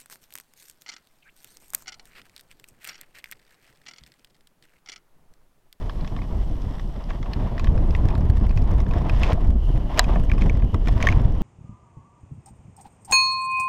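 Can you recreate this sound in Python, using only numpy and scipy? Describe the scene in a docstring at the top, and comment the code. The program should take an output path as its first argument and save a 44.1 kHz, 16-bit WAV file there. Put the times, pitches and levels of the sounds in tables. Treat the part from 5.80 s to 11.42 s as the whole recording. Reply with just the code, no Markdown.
"""Wind buffets a helmet camera's microphone as a bicycle rounds a paved banked turn onto dirt rollers.
Right at the housing, eddies rumble and slap, harder out of the turn. A rider's height below, the tyres
roar and scrub through grit as the rollers load them, the chain clacks on the frame, bumps thump and
stones ping; over one roller a sharp knock rings through the bike. Faint behind it all are a fine
crackle, the freewheel ticking through the turn and air whistling past an edge."""
import sys
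import numpy as np
from scipy import signal
from scipy.fft import rfft, irfft, next_fast_len
from scipy.io import wavfile
from scipy.ndimage import uniform_filter1d, map_coordinates

SR = 44100
rng = np.random.default_rng(int(sys.argv[2]) if len(sys.argv) > 2 else 0)


def persist_wave(psi):
    """Save psi, clipped to +-1, as 16-bit WAV."""
    counts = np.round(np.clip(psi, -1, 1) * 32767).astype(np.int16)
    wavfile.write(sys.argv[1], SR, np.atleast_2d(counts).T)


N = 247842


# wind at the microphone, low in the sheltered turn: time_s, level_db
WIND_LEVEL = [(0, -25), (.48, -28), (.55, -19.5), (.63, -21.5), (.85, -26.5), (1.0, -29), (1.25, -29.5),
              (1.55, -26), (1.78, -27.5), (1.84, -16.5), (2.1, -17.5), (2.4, -18), (2.95, -16), (3.2, -20),
              (3.26, -20.5), (3.33, -17), (3.53, -18), (3.59, -21), (3.68, -15.5), (3.95, -17),
              (4.09, -24.5), (4.32, -17.5), (4.66, -16.5), (5.02, -22), (5.12, -15), (5.21, -17),
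              (5.3, -17.5), (5.62, -16)]
# gusts (+) and lulls (-) of the small eddies: peak_s, gain_db, half_length_s
GUSTS = [(.35, 3, 0.13), (.66, -3, 0.12), (1.2, -0.5, .25), (1.64, 5.5, 0.1), (2.2, 3, 0.12),
         (2.8, -3, 0.36), (3.2, 3.5, 0.13), (3.53, 4.5, 0.032), (3.8, -6, 0.062), (3.96, 11, 0.011),
         (4.46, -4, 0.031), (4.66, 8.5, 0.019), (4.945, 11, 0.024), (5.35, 1.5, 0.22)]
# spectra of large eddies on the straight, large ones in the turn, and small ones: frequency_hz, level_db
FAST_BUFFET = [(8, -14), (18, 0), (30, 5.5), (52, 2), (72, -4.5), (100, -15.5), (200, -40), (400, -99),
               (1500, -120)]
SLOW_BUFFET = [(8, -7.5), (18, -7.5), (32, 1.5), (50, -5), (72, -18), (110, -26.5), (190, -27.5),
               (330, -72), (1500, -120)]
RUSH = [(40, -12), (80, 1.5), (120, -3), (180, -6.5), (260, -11.5), (400, -19.5), (700, -27.5), (1500, -47),
        (4000, -87), (10000, -120)]

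def wind(rush_db=-7.5, lumps_db=3, evenness=0.57, lull_db=1.0, turn_flutter_db=0.77):
    """Large eddies rock the housing, quicker as airspeed grows; small ones tear off in lumps and gusts."""
    level, = curves(WIND_LEVEL)
    exposure = airspeed() ** 2
    eddies = np.sqrt(exposure) * noise(FAST_BUFFET) + np.sqrt(1 - exposure) * noise(SLOW_BUFFET)
    # the buffeting is even: its strength changes little from one eddy to the next
    power = uniform_filter1d(eddies ** 2, size=SR // 18)
    power = np.abs(uniform_filter1d(power, size=SR // 200)) + 1e-6
    buffet = unit(eddies / power ** (evenness / 2))
    rush = unit(noise(RUSH) * amp(lumps_db * wobble(55)))
    flutter = (lull_db + turn_flutter_db * (1 - exposure)) * wobble(18)
    return amp(level + flutter) * (buffet + amp(rush_db + swells(GUSTS)) * rush)


def airspeed(sheltered_db=-29.5, open_db=-17):
    """0 when sheltered in the turn, 1 in the full wind of the straight."""
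    return np.clip((curves(WIND_LEVEL)[0] - sheltered_db) / (open_db - sheltered_db), 0, 1)


# the hardest eddies, right at the microphone: time_s, tick_db, thump_db
SLAPS = [(2.254, -40.5, -9.5), (2.379, -45, -7.5), (2.4542, -47, -9), (2.5002, -34, -4), (2.58, -46, -10.5),
         (2.667, -43, -13.5), (2.764, -47, -9.5), (2.9098, -44.5, -13), (2.982, -47, -10),
         (3.091, -46, -8.5), (3.334, -48, -10), (3.5305, -35, -1.5), (3.673, -45.5, -14),
         (3.7055, -44, -22), (3.976, -46, -12.5), (4.3976, -42, -11), (4.437, -42, -15), (4.7715, -46, -18),
         (4.846, -46, -9), (4.9452, -41.5, -6), (5.373, -42, -4.5), (5.455, -44, -3)]
# spectrum of the faint tick as a wind thump overloads the microphone,
# also of a hard chain clack's crack: frequency_hz, level_db
CRACK = [(500, -30), (1500, 11), (5000, -3.5), (7300, -7), (9300, -9.5), (12500, -11), (16000, -25)]

def slaps(tick_gain_db=2, push_s=0.0024, tick_s=0.00114, light_tick_db=-53, light_thump_db=-20):
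    """An eddy gives one short pressure push and a faint tick; light ones come by chance in strong wind."""
    out, t = np.zeros(N), np.arange(-(SR // 50), SR // 50) / SR
    speed = airspeed()
    light = [(s, light_tick_db, light_thump_db) for s in chance_times(rate=3) if speed[int(s * SR)] > .8]
    push = (1 - (t / push_s) ** 2 / 2) * np.exp(-(t / push_s) ** 2 / 2)
    for s, tick_db, thump_db in SLAPS + light:
        thump = amp(thump_db) * push * rng.choice([-1, 1])
        tick = colour(rng.standard_normal(len(t)), CRACK) * np.exp(-(t / tick_s) ** 2)
        add(out, s + t[0] + tick_s, thump + amp(tick_db + tick_gain_db) * tick)
    return out


# tyre roar from speed and surface alone, a rider's height below the microphone: time_s, level_db
ROLLING = [(0, -43.5), (.9, -47), (1.4, -45.5), (1.9, -42.5), (2.3, -39.5), (2.55, -45.5), (2.9, -39.5),
           (3.5, -41), (4.0, -42.5), (5.62, -45)]
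# spectra of the roaring casing and of the tread scrubbing through grit: frequency_hz, level_db
ROAR = [(150, -9), (330, -3), (530, -4.5), (650, 1), (800, -4), (1020, -3), (1220, -11.5), (1480, -18),
        (1900, -19), (2600, -24.5), (4000, -31.5), (8000, -74)]
GRIT = [(500, -22.5), (1100, 6.5), (1480, -2), (1900, 5.5), (2350, -6.5), (2850, 0), (3500, -0.5),
        (4050, -13.5), (5400, -9), (6500, -23), (7600, -22), (9200, -40), (12000, -38), (15000, -48)]

def tyres(roar_db=-0.5, paved_db=-59, dirt_db=-58, dirt_from_s=2.6, edge_s=0.16, stones_per_s=260):
    """The casing roars, the tread scrubs and flicks small stones; both swell as the ground loads them."""
    rolling, = curves(ROLLING)
    loose, = curves([(dirt_from_s - edge_s, paved_db), (dirt_from_s + edge_s, dirt_db)])
    roar_gain, grit_gain = loading()
    surface = amp(2.06 * wobble(60) + wobble(12))  # fine texture and wider patches
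    hits = rng.random(N) < stones_per_s / SR
    sizes = np.minimum(rng.exponential(size=N), 3) * rng.choice([-1, 1], size=N)
    scrub = unit(noise(GRIT) + colour(hits * sizes, GRIT))
    casing = unit(noise(ROAR) * amp(0.5 * wobble(130)))
    return surface * (amp(rolling + roar_gain + roar_db) * casing + amp(loose + grit_gain) * scrub)


# the ground presses the tyres (+) or drops away (-): peak_s, roar_gain_db, grit_gain_db, rise_s, fall_s
ROLLERS = [(.54, 5.5, -5, 0.046, 0.035), (1.31, 4.5, 7, 0.037, 0.068), (1.61, 7.5, 5, 0.12, 0.12),
           (2.91, 4, 6, 0.017, 0.019), (3.05, -5, -7, 0.032, 0.031), (3.17, 4.5, 7, 0.053, 0.064),
           (3.29, 8, 6.5, 0.037, 0.063), (3.36, -4, 6.5, 0.034, .04), (3.44, 6.5, 16.5, 0.072, 0.025),
           (3.51, 14, 14.5, 0.063, 0.023), (3.62, 1, 2, .03, .04), (3.75, -12, -11, 0.068, 0.058),
           (4.18, 9.5, 11.5, 0.086, 0.11), (4.36, 9, 7.5, 0.092, 0.039), (4.44, -5, -0.5, 0.033, 0.047),
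           (4.62, -1.5, 8.5, 0.07, 0.15), (5.0, -6, -6.5, 0.22, 0.033), (5.09, -10, 7, 0.059, 0.07),
           (5.255, 12, 10.5, 0.16, 0.18)]

def loading():
    """Gains in dB of the tyre roar and of the grit as the ground presses and releases the bike."""
    return sum(np.outer([roar, grit], swell(s, rise, fall)) for s, roar, grit, rise, fall in ROLLERS)


# the clearest chain clacks, below and behind the microphone: start_s, level_db, pitch_hz, bright_db
CLACKS = [(0.096, -42, 1720, -2), (0.246, -46.5, 1900, -2.5), (0.2755, -46, 1870, -1),
          (0.364, -44, 1890, -6), (0.389, -46, 2100, -18), (0.418, -45.5, 1870, -11),
          (0.996, -45.5, 2110, -4), (1.3053, -39, 1750, -22), (1.4284, -44, 1950, -7),
          (1.4603, -49, 1750, -17), (1.533, -40, 2600, -19), (1.7796, -37.5, 2500, -10),
          (1.796, -39.5, 1820, -2), (1.844, -38, 2190, -3), (1.8714, -38.5, 1990, -15),
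          (1.977, -44, 2050, -9), (2.1494, -32, 2460, -11), (2.2865, -41.5, 2110, -3.5),
          (2.3037, -46, 1750, -7), (2.3523, -44, 1870, -2), (2.5697, -44.5, 2130, -7),
          (2.709, -44.5, 2050, -11), (2.774, -38.5, 2560, -6.5), (3.003, -41.5, 2000, -5),
          (3.065, -44, 2400, -13), (3.1107, -44.5, 1880, -7), (3.136, -40.5, 2120, -10),
          (3.2962, -30.5, 2420, -12), (3.4331, -25, 2540, -10.5), (4.1758, -34, 2200, -7),
          (4.2417, -38, 2390, -8), (4.358, -36.5, 1750, -28), (4.4968, -35.5, 2310, -16),
          (4.516, -28.5, 2340, -19), (4.5344, -49, 1710, -2), (4.5804, -43.5, 1700, -7),
          (4.6194, -33.5, 2200, -14), (4.6965, -30, 2270, -22), (4.822, -46, 1690, -27),
          (4.944, -37.5, 1495, -13.5), (5.073, -34, 2350, -15), (5.0837, -36, 1870, -5),
          (5.203, -36, 1750, -17), (5.2261, -26, 2290, -12), (5.2704, -15.5, 1846, -36),
          (5.2876, -19.5, 2170, -36), (5.3247, -31, 2360, -16)]
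# the frame's modes under the chain, from low thud to thin ping: pitch_hz, level_db, t60_s
FRAME_THUD = [(727, -20, 0.011), (890, -1.5, 0.013), (1107, 13, 0.026)]
FRAME_BODY = [(1460, 2.8, 0.0032), (1750, 11.8, 0.0099), (2050, 9.5, 0.0093), (2520, 6.7, 0.011),
              (3175, 0.92, 0.0094)]
FRAME_BRIGHT = [(3430, 5.4, 0.0082), (4000, 15, 0.0014), (5220, 5.9, 0.0087), (6730, 3.6, 0.0017)]
FRAME_PING = [(5770, -4, 0.0078), (6400, 0, 0.012)]
# spectrum of links or a stone scraping the bike: frequency_hz, level_db
SCRAPE = [(800, -2), (2500, 12), (4400, 6), (5500, 3), (6600, -17), (8000, -21), (9500, -23), (12500, -18),
          (16000, -28)]
TAP_HZ = 2050  # centre pitch of the light chain taps

def chain(clean_ring_db=-18, hard_thud_db=-14, thud_db_per_octave=-22, crack_db=-20, ping_db=-23):
    """Light taps thud dryly; hard ones crack, ping and ring at a pitch set by where the chain lands."""
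    out, t = np.zeros(N), np.arange(SR // 20) / SR
    onset = 1 - np.exp(-(t / .0011) ** 2)
    for s, db, hz, bright_db in CLACKS + taps():
        # a clack rings cleanly once its level less its brightness passes clean_ring_db
        hardness = .84 / (1 + np.exp((clean_ring_db - (db - bright_db)) / 4))
        thud_db = hardness * hard_thud_db + thud_db_per_octave * np.log2(hz / TAP_HZ)
        tone = burst(onset * ring([(hz, 0, 0.015)], t, spread=0))
        # the links rattle for a few ms as they settle on the frame
        links = (t == 0) + .16 * rng.standard_normal(len(t)) * decay(t, t60=.02)
        body = burst(np.sqrt(hardness) * tone + np.sqrt(1 - hardness) * rattle(links, FRAME_BODY, t))
        scrape = burst(dying_noise(SCRAPE, t, t60=.075))
        crack = amp(crack_db) * burst(dying_noise(CRACK, t, t60=0.012))
        ping = amp(ping_db) * burst(ring(FRAME_PING, t, spread=0.34))
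        treble = burst(rattle(links, FRAME_BRIGHT, t) + amp(-2) * scrape)
        frame = body + amp(thud_db) * rattle(links, FRAME_THUD, t) + amp(bright_db - 1) * treble
        add(out, s, amp(db) * (frame + hardness * (crack + ping)))
    return out


def taps(tap_db=-52.5, bright_db=-7, with_grit=0.81, turn_db=-23, scatter_hz=200):
    """The slack chain taps lightly, harder where the ground shakes the bike: rows like those of CLACKS."""
    level = tap_db + with_grit * loading()[1] + turn_db * (1 - airspeed())
    return [(s, level[int(s * SR)], rng.normal(TAP_HZ, scatter_hz), bright_db)
            for s in chance_times(rate=2.3)]


# modes of frame and housing under the knock: pitch_hz, level_db, t60_s
KNOCK_RING = [(720, -11.5, 0.039), (992, -16, 0.06), (1210, -12, 0.027), (1604, -7, 0.019),
              (1870, -2, 0.012), (2720, -22, 0.033), (2940, -15, 0.016), (3360, -20, 0.016),
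              (3570, -18, 0.022), (3960, -10, 0.029), (4350, -9.5, 0.015), (4860, -9.5, 0.013),
              (5260, -11.5, 0.015), (6240, -12, 0.0081), (7440, -5, 0.0059), (10260, -16, 0.0042),
              (12600, -15, 0.0043), (15000, -35, 0.004)]
# spectrum of its crack: frequency_hz, level_db
KNOCK_CRACK = [(1000, -6), (2200, 7), (5000, -2), (6300, -7), (7600, -2), (10000, -7), (12500, -3),
               (16000, -13)]

def knock(start_s=4.1932, ring_db=-1, crack_db=-13):
    """A hard contact: a thin bright crack, then the frame and housing ring briefly."""
    out, t = np.zeros(N), np.arange(SR // 10) / SR
    crack = dying_noise(KNOCK_CRACK, t, t60=.009)
    add(out, start_s, amp(ring_db) * ring(KNOCK_RING, t, spread=0) + amp(crack_db) * crack)
    return out


# bumps in the track, passed up from tyres to frame: start_s, level_db
BUMPS = [(.53, -37), (2.335, -29.5), (3.574, -30), (4.2924, -28), (4.358, -25.5), (4.943, -42),
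         (5.082, -29)]
# hollow modes of wheel and frame: pitch_hz, level_db, t60_s
BUMP_RING = [(400, 6.5, 0.022), (655, 6, 0.028), (800, 3, 0.02), (930, 0, 0.025), (1117, 0, 0.015)]

def bumps(shudder=0.22):
    """A tyre strikes a bump and shudders over it; wheel and frame answer with a hollow thump."""
    out, t = np.zeros(N), np.arange(SR // 8) / SR
    for s, db in BUMPS:
        push = (t == 0) + shudder * rng.standard_normal(len(t)) * decay(t, t60=0.073)
        add(out, s, amp(db) * rattle(push, BUMP_RING, t, spread=0.18))
    return out


# brief skids down at ground level: peak_s, level_db, rise_s, fall_s
SCUFFS = [(1.304, -44.5, 0.015, 0.011), (3.44, -38, 0.029, .04), (3.52, -41.5, 0.042, 0.019),
          (4.18, -33, 0.011, 0.026), (4.62, -40.5, 0.016, 0.015), (5.211, -39, 0.0069, 0.053),
          (5.295, -39, 0.028, 0.03)]
# spectrum of crushed gravel: frequency_hz, level_db
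GRAVEL = [(500, -11), (1200, 4.5), (2600, 5), (3400, -0.5), (4300, -6.5), (6300, -9.5), (9000, -30),
          (15000, -38)]

def scuffs(grains_per_s=900, smooth_db=-7):
    """Gravel gives way under the tread in a spray of tiny snaps."""
    grains = (rng.random(N) < grains_per_s / SR) * rng.standard_normal(N)
    spray = unit(noise(GRAVEL) * amp(smooth_db) + colour(grains, GRAVEL))
    return spray * sum(amp(db) * swell(s, rise, fall) for s, db, rise, fall in SCUFFS)


# stones striking the bike below the microphone: start_s, level_db, pitch_hz
STONE_HITS = [(0.21, -51, 4160), (0.82, -52.5, 5140), (1.24, -53, 5250), (1.5343, -37.5, 4340),
              (2.1078, -45, 5070), (2.287, -48, 5430), (2.694, -48, 4520), (2.823, -52, 5200),
              (4.2407, -50, 6540)]
# modes of such a strike: pitch_ratio, level_db, t60_s
STONE_RING = [(.56, -6, 0.008), (.72, 1, 0.0086), (.86, -7, .006), (1, 8, 0.011), (1.17, -3, 0.0055)]

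def stones():
    """A stone flicked off the tread gives a short high ping within a dry scratch."""
    out, t = np.zeros(N), np.arange(SR // 25) / SR
    for s, db, hz in STONE_HITS:
        ping = burst(ring(np.array(STONE_RING) * [hz, 1, 1], t, spread=.5))
        scratch = burst(dying_noise(SCRAPE, t, t60=0.025))
        add(out, s, amp(db) * burst(ping + scratch))
    return out


# short, faint broadband ticks: start_s, level_db
TICKS = [(2.165, -52), (2.408, -53.5), (2.572, -55), (2.703, -58), (2.715, -55.5), (2.78, -52),
         (2.789, -57), (2.8195, -53), (2.939, -56), (3.017, -56.5), (3.2925, -52.5), (3.536, -51),
         (4.176, -45), (4.181, -42), (4.448, -55), (4.537, -55), (4.589, -52), (4.666, -57), (4.682, -58),
         (4.6955, -55), (5.082, -50), (5.087, -48.5), (5.122, -59), (5.227, -36.5), (5.275, -46.5),
         (5.4385, -62), (5.551, -59)]
# spectrum of a tick: frequency_hz, level_db
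TICK_SPECTRUM = [(800, -1), (2000, 12.5), (3500, 1), (5500, 4), (7500, -3.5), (12500, -7), (14500, -11),
                 (16000, -24)]

def crackle(fine_db=-61, scatter_db=3, with_grit=0.63, turn_db=-14):
    """Short, faint broadband ticks over a fine crackle that grows with speed and load."""
    out, t = np.zeros(N), np.arange(SR // 100) / SR
    level = fine_db + with_grit * loading()[1] + turn_db * (1 - airspeed())
    fine = [(s, rng.normal(level[int(s * SR)], scatter_db)) for s in chance_times(rate=34, count=200)]
    for s, db in TICKS + fine:
        add(out, s, amp(db) * burst(rng.standard_normal(len(t)) * decay(t, t60=.005)))
    return np.std(out) * colour(out, TICK_SPECTRUM)


# the coasting rear hub, faint from up on the helmet: time_s, clicks_per_s, level_db
COAST = [(0, 66, -68), (.47, 72, -69), (.52, 86, -64), (.6, 102, -64), (.68, 54, -65), (.86, 64, -65.5),
         (.97, 69, -62), (1.1, 60, -66.5), (1.3, 60, -70), (2.0, 52, -71), (3.0, 52, -88)]
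# modes of a pawl: pitch_hz, level_db, t60_s
PAWL = [(3350, -2, .006), (5150, 0, .004), (5750, -1, .005), (7900, -10, .004)]
# spectrum of the spinning hub's sheen: frequency_hz, level_db
SHEEN = [(2000, -24), (3300, 13), (4200, -2), (5600, -15), (6700, -22), (7900, 2), (9200, -12), (13000, -3),
         (15500, -19)]

def freewheel(sheen_db=-4, scatter_db=1.5):
    """Pawls drop over the ratchet teeth, slower as the bike climbs the banking; the hub adds a sheen."""
    rate, db = curves(COAST)
    clicks, t = np.zeros(N), np.arange(SR // 80) / SR
    teeth_passed = np.floor(np.cumsum(rate) / SR)
    for s in np.flatnonzero(np.diff(teeth_passed)) / SR:
        add(clicks, s, amp(scatter_db * rng.standard_normal()) * burst(ring(PAWL, t, spread=.3)))
    return amp(db) * (clicks + amp(sheen_db) * noise(SHEEN))


# swells of a thin airy whistle: peak_s, gain_db, half_length_s
WHISTLES = [(3.88, 11, 0.085), (4.25, 9, 0.38), (4.9, 12, 0.077), (5.03, 6, 0.045), (5.62, 13, 0.043)]
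# the faint hiss in the background: time_s, level_db
HISS_LEVEL = [(0, -63.5), (1.0, -65.5), (1.2, -67.5), (1.8, -66), (2.25, -64), (2.6, -71), (2.9, -67),
              (3.2, -66), (4.4, -68.5), (4.78, -71), (4.95, -68.5), (5.25, -65.5), (5.45, -70)]
# its spectrum: frequency_hz, level_db
HISS = [(1000, -13), (3400, 4), (4000, 9.5), (5800, 7), (6800, 2), (7900, 0), (9300, -1.5), (11800, 0),
        (14000, -6), (15500, -13.5)]

def air(whistle_hz=3000, width_hz=200, whistle_db=-68, flutter_db=0.5, with_grit=0.36, with_whistle=0.33):
    """Air whistles unsteadily past an edge; a faint hiss swells with the whistle and the tyre load."""
    band = filtered(rng.standard_normal(N), lambda hz: 1 / (1 + ((hz - whistle_hz) / width_hz) ** 2))
    whistle = amp(whistle_db + swells(WHISTLES) - flutter_db * wobble(21)) * unit(band)
    hiss_db = curves(HISS_LEVEL)[0] + with_grit * loading()[1] + with_whistle * swells(WHISTLES)
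    return whistle + amp(hiss_db) * noise(HISS)


def amp(db):
    """Decibels to gain."""
    return 10 ** (np.asarray(db) / 20)


def unit(x):
    """Scale to rms 1."""
    return x / np.sqrt(np.mean(x ** 2) + 1e-20)


def burst(x):
    """Scale a short sound to the energy of 8 ms at rms 1."""
    return x / np.sqrt(np.sum(x ** 2) / (.008 * SR))


def curves(rows):
    """One value per sample for each column after the time."""
    s, *cols = np.transpose(rows)
    return [np.interp(np.arange(N) / SR, s, c) for c in cols]


def wobble(rate):
    """A smooth random curve, rate knots a second."""
    return map_coordinates(rng.standard_normal(int(N * rate / SR) + 4), [np.arange(N) * rate / SR])


def swell(s, rise, fall):
    """A bell curve that climbs to 1 at time s and sinks again."""
    t = np.arange(N) / SR - s
    return np.exp(-(t / np.where(t < 0, rise, fall)) ** 2)


def swells(rows):
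    """Summed dB of even swells given as peak_s, gain_db, half_length_s."""
    return sum(db * swell(s, half, half) for s, db, half in rows)


def decay(t, t60):
    """A fall of 60 dB every t60 seconds."""
    return amp(-60 * t / t60)


def chance_times(rate, count=60):
    """Loosely spaced moments, about rate a second."""
    times = (np.arange(count) + rng.random(count)) / rate
    return times[times < (N - 1) / SR]


def filtered(x, response):
    """x times a response of frequency."""
    m = next_fast_len(len(x) + SR // 4)
    return irfft(rfft(x, m) * response(np.fft.rfftfreq(m, 1 / SR)), m)[:len(x)]


def colour(x, spectrum):
    """x shaped by points of frequency_hz, level_db, at rms 1."""
    f, db = np.transpose(spectrum)
    return unit(filtered(x, lambda hz: amp(np.interp(np.log(hz + 1), np.log(f), db))))


def noise(spectrum):
    """Coloured noise of rms 1."""
    return colour(rng.standard_normal(N), spectrum)


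def dying_noise(spectrum, t, t60):
    """Coloured noise that starts at once and dies away."""
    return colour(rng.standard_normal(len(t)), spectrum) * decay(t, t60)


def ring(modes, t, spread):
    """Damped modes; spread sets how much their strengths vary from blow to blow."""
    hz, db, t60 = np.transpose(modes)[:, :, None]
    strength = 1 + spread * rng.uniform(-1.87, 1, hz.shape)
    sign = (-1) ** np.arange(len(hz))[:, None]
    return np.sum(sign * strength * amp(db) * decay(t, t60) * np.sin(2 * np.pi * hz * t), axis=0)


def rattle(force, modes, t, spread=.5):
    """Modes driven by an uneven force, scaled as a burst."""
    return burst(signal.fftconvolve(force, ring(modes, t, spread))[:len(t)])


def add(track, s, sound):
    """Mix a sound into the track at time s."""
    part = track[max(round(s * SR), 0):][:len(sound)]
    part += sound[:len(part)]


def scene():
    """Everything reaches the one microphone on the helmet."""
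    riding = wind() + tyres() + freewheel() + air() + scuffs() + crackle()
    impacts = knock() + chain() + stones() + bumps() + slaps()
    return (riding + impacts)[None]


def record(dry):
    """The camera rounds off the highest peaks and cuts the treble above its band limit."""
    ceiling, top_hz = .9, 15900
    rounded = dry[0] / (1 + np.abs(dry[0] / ceiling) ** 6) ** (1 / 6)
    return filtered(rounded, lambda hz: 1 / (1 + (hz / top_hz) ** 80))[None]


dry = scene()
out = record(dry)
persist_wave(out)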